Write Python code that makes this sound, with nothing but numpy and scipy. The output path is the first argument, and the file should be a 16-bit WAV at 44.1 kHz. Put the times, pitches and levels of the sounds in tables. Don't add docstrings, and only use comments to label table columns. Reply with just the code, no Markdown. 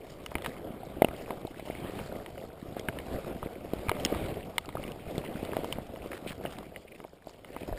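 import sys
import numpy as np
from scipy import signal
from scipy.fft import rfft, irfft, next_fast_len
from scipy.io import wavfile
from scipy.ndimage import uniform_filter1d, map_coordinates

SR = 44100
rng = np.random.default_rng(int(sys.argv[2]) if len(sys.argv) > 2 else 0)


def log_audio(samples):
    frames = np.atleast_2d(samples).T
    limited = np.clip(frames, -1, 1)
    pcm = np.round(limited * 32767).astype(np.int16)
    wavfile.write(sys.argv[1], SR, pcm)


N = 343098

# (time [s], peak [dB], pitch [Hz])
THUMPS = [(0.3532, -24.5, 76), (0.9682, -32, 245), (1.045, -15, 250), (1.0852, -28.5, 59),
          (1.4508, -28, 161), (3.4292, -28, 129), (3.885, -19, 96), (4.3705, -23, 223), (4.753, -22.5, 161),
          (5.0742, -28.5, 75), (5.1502, -35, 247), (5.1804, -19, 186), (5.7846, -22, 237),
          (7.618, -34, 120), (7.6942, -33, 247), (7.7124, -26, 78), (7.7262, -25, 41)]
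# (time [s], peak [dB], pitch [Hz])
KNOCKS = [(0.3182, -32, 511), (0.3533, -23, 314), (0.9692, -30, 304), (1.0204, -5, 540), (1.046, -11, 530),
          (1.0852, -31, 592), (1.3057, -25.5, 402), (1.4505, -22, 355), (1.5961, -30.5, 585),
          (1.6749, -29, 610), (1.7006, -22, 470), (2.125, -28.5, 590), (2.4393, -31, 455),
          (2.7672, -22.5, 483), (2.8862, -24, 320), (3.4292, -29, 603), (3.4605, -22, 340),
          (3.7349, -16, 397), (3.885, -32, 312), (3.9156, -19, 600), (3.9982, -35, 560),
          (4.1002, -27.5, 550), (4.3702, -25, 462), (4.7531, -23, 533), (5.15, -26.5, 345),
          (5.1803, -18, 377), (5.4292, -23.5, 300), (5.5228, -26, 320), (5.568, -17, 536),
          (5.6443, -25, 580), (5.7851, -26, 600), (6.411, -31, 506), (6.4524, -21, 567),
          (6.7622, -36.5, 533), (7.0002, -37.5, 303), (7.049, -31, 595), (7.2712, -31, 550),
          (7.5637, -31.5, 408), (7.6178, -28.5, 358), (7.6329, -29, 334), (7.6942, -29.5, 581),
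          (7.7265, -26.5, 590)]
# (pitch [Hz], t60 [s])
CAVITY = (633, 0.022)
# (pitch [Hz], relative level [dB], t60 [s])
BODY_MODES = [(940, 4, 0.018), (1255, -1.5, 0.023), (1660, -4.5, 0.013)]
# (pitch [Hz], relative level [dB], t60 [s])
CASE_MODES = [(2096, -1.5, .014), (2540, -2.5, 0.0071), (2910, -2.5, 0.015)]
# (time [s], crack level [dB], crack pitch [Hz], body level [dB], splinter noise drive [dB])
TWIGS = [(0.262, -30, 2900, -40.5, -27), (0.3168, -44.5, 1900, -38, -38), (0.354, -20, 2270, -28, -37),
         (0.383, -38, 1960, -43, -32), (0.421, -41, 2020, -41, -26.5), (0.4459, -32.5, 1800, -42, -30),
         (0.4612, -26, 1780, -32.5, -17), (0.566, -43, 2200, -46, -56), (1.0213, -20.5, 2070, -30, -19.5),
         (1.0465, -16, 2730, -44, -45), (1.0858, -30, 2350, -38, -40), (1.3067, -34, 1950, -33, -33),
         (1.4698, -56, 2350, -55, -31.5), (1.597, -40, 2030, -55, -28.5), (1.9903, -35.5, 2660, -44, -41),
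         (2.2617, -35.5, 1930, -44, -33), (2.379, -39.5, 2030, -47, -54), (2.7951, -31.5, 3270, -50, -27),
         (2.8862, -17.5, 1590, -32, -41), (2.9872, -31, 1850, -49, -22), (3.4284, -61, 2200, -39, -49),
         (3.7348, -46, 2100, -64, -26), (3.885, -24, 2300, -37, -54), (3.8939, -19, 2230, -23, -16),
         (3.9158, -24, 2200, -34, -44), (3.9675, -43.5, 2040, -38, -38), (3.999, -33.5, 3080, -51, -43),
         (4.05, -15, 3200, -40, -7.5), (4.061, -30.5, 1920, -49, -18), (4.147, -38.5, 2230, -31, -30),
         (4.4295, -37.5, 2700, -57, -51), (4.5815, -17, 2130, -27, -9), (4.6577, -43, 2770, -56, -33),
         (4.6898, -38, 2150, -36, -31), (4.7547, -48, 2010, -42, -36), (4.7698, -47, 2630, -35, -51),
         (4.8386, -33, 2830, -56, -53), (4.879, -35, 2440, -51, -41), (4.9185, -39, 2880, -54, -36),
         (5.18, -42, 2230, -40.5, -19), (5.25, -37, 2800, -44, -46), (5.2628, -36, 2000, -49, -52),
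         (5.45, -40, 2230, -46, -27.5), (5.5331, -39, 2520, -33.5, -43), (5.567, -29.5, 1990, -39, -26),
         (5.6446, -36, 3040, -36, -33), (5.7256, -20, 3030, -37, -31), (5.7847, -50, 2000, -41, -50),
         (5.96, -40.5, 1990, -47, -52), (6.1173, -31, 1740, -38, -38), (6.1318, -34.5, 1930, -42, -38),
         (6.4521, -36, 1570, -31.5, -49), (6.46, -31.5, 2900, -57, -44), (6.5854, -43, 2080, -40, -30),
         (6.761, -29.5, 2020, -59, -49), (7.002, -43, 2080, -46.5, -55), (7.0417, -46, 2220, -45.5, -56),
         (7.294, -48, 2740, -49.5, -35), (7.4465, -39.5, 2040, -50, -46), (7.5644, -37.5, 2030, -34.5, -49)]
# (time [s], length [s], level [dB], centre [Hz], width [Hz])
SWEEPS = [(0.438, 0.039, -43, 2020, 1800), (2.765, 0.033, -51, 1460, 1500),
          (6.112, 0.071, -50.5, 1860, 2200), (6.266, 0.036, -45, 2630, 1800),
          (6.299, 0.034, -47, 1490, 1610), (6.868, 0.023, -56.5, 2400, 700), (6.914, 0.015, -49, 2370, 600),
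          (6.947, 0.019, -54, 2320, 900), (7.527, 0.13, -55.5, 2180, 2010)]
# (time [s], jacket rub [dB], stem swish [dB])
STRIDE = [(0.0, -48, -56.5), (0.28, -47, -54), (0.43, -41, -51.5), (0.82, -43, -53.5), (1.13, -43, -49),
          (1.5, -46, -55), (1.67, -47.5, -47.5), (1.85, -39.5, -43.5), (1.99, -38.5, -44.5),
          (2.25, -44.5, -56), (2.49, -47, -56.5), (3.14, -39, -47), (3.55, -44.5, -54.5),
          (4.15, -34.5, -39.5), (4.36, -40, -45.5), (4.46, -46.5, -55.5), (5.59, -38.5, -44.5),
          (5.95, -46, -54), (6.14, -39, -53.5), (6.2, -48.5, -53.5), (6.32, -37.5, -49.5), (6.39, -46, -56),
          (6.46, -41, -46), (6.69, -50, -58), (7.2, -56, -64), (7.78, -42.5, -50)]
# (frequency [Hz], relative density [dB])
RUMBLE_COLOUR = [(8.8, -37), (15, -22), (54, 6.5), (220, -0.5), (290, -28), (480, -120)]
# (frequency [Hz], relative density [dB])
RUB_COLOUR = [(71, -6), (120, -5), (594, -2), (748, -6), (848, -17), (1200, -17), (1560, -25), (2640, -120)]
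# (frequency [Hz], relative density [dB])
SWISH_COLOUR = [(470, -2), (800, -2.5), (1060, -11), (1770, -11.5), (2200, -9), (3600, -16), (4680, -22.5),
                (7920, -120)]
# (frequency [Hz], relative density [dB])
FIZZ_COLOUR = [(1760, -55), (3000, -3.5), (4220, -10), (4840, -6.5), (6000, -10), (7800, -49),
               (13200, -120)]

RUMBLE_UNDER_RUB_DB, RUMBLE_SWING_RATIO = 9, 1.0
FIZZ_UNDER_SWISH_DB, FIZZ_SWING_RATIO = 12.5, 0.54
SPLINTER_PITCH_RATIO = 1.66
HOLD_HZ, DULL_HZ, TOP_HZ = 12000, 15300, 16494


def amp(db):
    return 10 ** (np.asarray(db) / 20)


def unit(x):
    return x / np.sqrt(np.mean(x ** 2) + 1e-20)


def along(points, hz):
    f, v = np.transpose(points)
    return np.interp(np.log(hz + 1), np.log(f + 1), v)


def curves(rows):
    times_s, *columns = np.transpose(rows)
    return [np.interp(np.arange(N) / SR, times_s, column) for column in columns]


def follows(lead_db, under_db, swing_ratio):
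    mean_db = lead_db.mean()
    return mean_db - under_db + swing_ratio * (lead_db - mean_db)


def wobble(knots_per_s):
    knots = rng.standard_normal(int(N * knots_per_s / SR) + 4)
    return map_coordinates(knots, [np.arange(N) * knots_per_s / SR])


def filtered(x, response):
    m = next_fast_len(N + SR // 2)
    return irfft(rfft(x, m) * response(np.fft.rfftfreq(m, 1 / SR)), m)[..., :N]


def add_at(out, time_s, sound):
    out[round(time_s * SR):][:len(sound)] += sound


def ring(t, hz, t60_s, attack_s):
    decay = amp(-60 * t / t60_s)
    return -np.sin(2 * np.pi * hz * t) * decay * (1 - np.exp(-t / attack_s))


def modes(t, table):
    shake_db = rng.normal(0, 3.15, len(table))
    total = np.zeros(len(t))
    for k, (hz, db, t60_s) in enumerate(table):
        total += (-1) ** k * amp(db + shake_db[k]) * ring(t, hz, t60_s, 0.00011)
    return total


def thumps():
    out, t = np.zeros(N + SR), np.arange(SR // 8) / SR
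    for time_s, db, hz in THUMPS:
        add_at(out, time_s, amp(db) * ring(t, hz, 4.8 / hz, 0.0017))
    return out[:N]


def knocks():
    out, t = np.zeros(N + SR), np.arange(SR // 8) / SR
    for time_s, db, hz in KNOCKS:
        window = np.sin(np.pi * np.minimum(hz * t, 1)) ** 0.22 * (hz * t < 1)
        one_swing = -np.sin(2 * np.pi * hz * t) * window
        air = amp(rng.normal(-4.5, 2.8)) * ring(t, *CAVITY, 0.0013)
        add_at(out, time_s, amp(db) * (one_swing + air))
    return out[:N]


def twigs():
    out, t = np.zeros(N + SR), np.arange(SR // 32) / SR
    for time_s, crack_db, crack_hz, body_db, splinter_db in TWIGS:
        crack = ring(t, crack_hz, 0.012, 0.00027) + 0.51 * modes(t, CASE_MODES)
        body = modes(t, BODY_MODES)
        band = signal.iirpeak(SPLINTER_PITCH_RATIO * crack_hz, 2.4, SR)
        burst = amp(-60 * t / 0.014) * rng.standard_normal(len(t))
        splinters = signal.lfilter(*band, signal.lfilter(*band, burst))
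        snap = amp(crack_db) * crack + amp(body_db) * body + amp(splinter_db) * splinters
        add_at(out, time_s, snap)
    return out[:N]


def sweeps():
    out = np.zeros(N + SR)
    for time_s, length_s, db, centre_hz, width_hz in SWEEPS:
        swell = np.sin(np.pi * np.linspace(0, 1, round(length_s * SR))) ** 0.18
        steps = np.repeat(rng.standard_normal(SR // 100), 128)[:SR // 6]
        ragged = amp(5.0 * steps) * rng.standard_normal(SR // 6)
        band = signal.iirpeak(centre_hz, centre_hz / width_hz, SR)
        noise = signal.lfilter(*band, signal.lfilter(*band, ragged))
        add_at(out, time_s, amp(db) * swell * unit(noise)[:len(swell)])
    return out[:N]


def crackle(per_s, spread_db, t60_s, busy):
    chance, size = rng.random(N), rng.exponential(size=N)
    slips = (chance < busy * per_s / SR) * amp(spread_db * np.minimum(size, 3))
    return unit(signal.lfilter([1], [1, -amp(-60 / (t60_s * SR))], slips))


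def grains(per_s, centre_hz, octaves, cycles, spread_db, busy):
    starts = np.flatnonzero(rng.random(N) < busy * per_s / SR)
    draw, t = rng.standard_normal((len(starts), 2)), np.arange(400) / SR
    hz = np.clip(centre_hz * 2 ** (octaves * draw[:, :1]), 60, 5600)
    size = amp(spread_db * np.minimum(np.abs(draw[:, 1:]), 2.5))
    ticks = size * ring(t, hz, cycles / hz, 0.28 / hz)
    places = starts[:, None] + np.arange(400)
    return unit(np.bincount(places.ravel(), ticks.ravel(), N + 400)[:N])


def patchy(patchy_db):
    z = signal.stft(rng.standard_normal(N), nperseg=512)[2]
    field = uniform_filter1d(rng.standard_normal(z.shape), size=5, axis=0)
    field = uniform_filter1d(field, size=10, axis=1)
    return signal.istft(z * amp(patchy_db * unit(field)), nperseg=512)[1][:N]


def friction(colour, level_db, slips, grain_db, lumps_db, lumps_per_s, ticks=0):
    effort = amp(lumps_db * wobble(lumps_per_s)) * (1 + amp(grain_db) * slips)
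    rough = unit(effort * patchy(2.43)) + ticks
    return amp(level_db) * unit(filtered(rough, lambda hz: amp(along(colour, hz))))


def stride():
    rub_db, swish_db = curves(STRIDE)
    rumble_db = follows(rub_db, RUMBLE_UNDER_RUB_DB, RUMBLE_SWING_RATIO)
    fizz_db = follows(swish_db, FIZZ_UNDER_SWISH_DB, FIZZ_SWING_RATIO)

    busy = unit(amp(2.5 * wobble(14)))
    calm = unit(amp(-0.3 * swish_db))
    coarse = crackle(per_s=83, spread_db=5.5, t60_s=0.021, busy=busy)
    fine = calm * crackle(per_s=120, spread_db=3.0, t60_s=0.021, busy=busy)

    folds = amp(-17.5) * grains(
        per_s=70, centre_hz=455, octaves=0.71, cycles=3.9, spread_db=6.0, busy=busy)
    leaves = amp(-11.0) * calm * grains(
        per_s=170, centre_hz=2126, octaves=0.572, cycles=16, spread_db=8.5, busy=busy)
    beads = amp(-14.5) * calm * grains(
        per_s=130, centre_hz=4320, octaves=0.27, cycles=34, spread_db=11.0, busy=busy)

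    boots = friction(RUMBLE_COLOUR, rumble_db, coarse, grain_db=-3.5, lumps_db=0.5, lumps_per_s=12)
    jacket = friction(RUB_COLOUR, rub_db, coarse + 0.5 * fine,
                      grain_db=-7.5, lumps_db=2.0, lumps_per_s=25, ticks=folds)
    stems = friction(SWISH_COLOUR, swish_db, fine + 0.19 * coarse,
                     grain_db=-8.5, lumps_db=0.5, lumps_per_s=27, ticks=leaves)
    drops = friction(FIZZ_COLOUR, fizz_db, fine,
                     grain_db=-5.0, lumps_db=2.5, lumps_per_s=16, ticks=beads)
    return boots + jacket + stems + drops


def scene():
    return (thumps() + knocks() + twigs() + sweeps() + stride())[None]


def record(dry):
    slow = filtered(dry, lambda hz: 1 / (1 + (hz / 5750) ** 34) * (hz < HOLD_HZ / 2))
    sampled = slow * (1 + 2 * np.cos(2 * np.pi * HOLD_HZ * np.arange(N) / SR))
    held = filtered(sampled, lambda hz: np.sinc(hz / HOLD_HZ) / np.sinc(hz / (4 * HOLD_HZ)))
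    dulled = filtered(held, lambda hz: np.where(hz < DULL_HZ, 1, amp(-24)))
    return filtered(dulled, lambda hz: hz < TOP_HZ)


dry = scene()
out = record(dry)
log_audio(out)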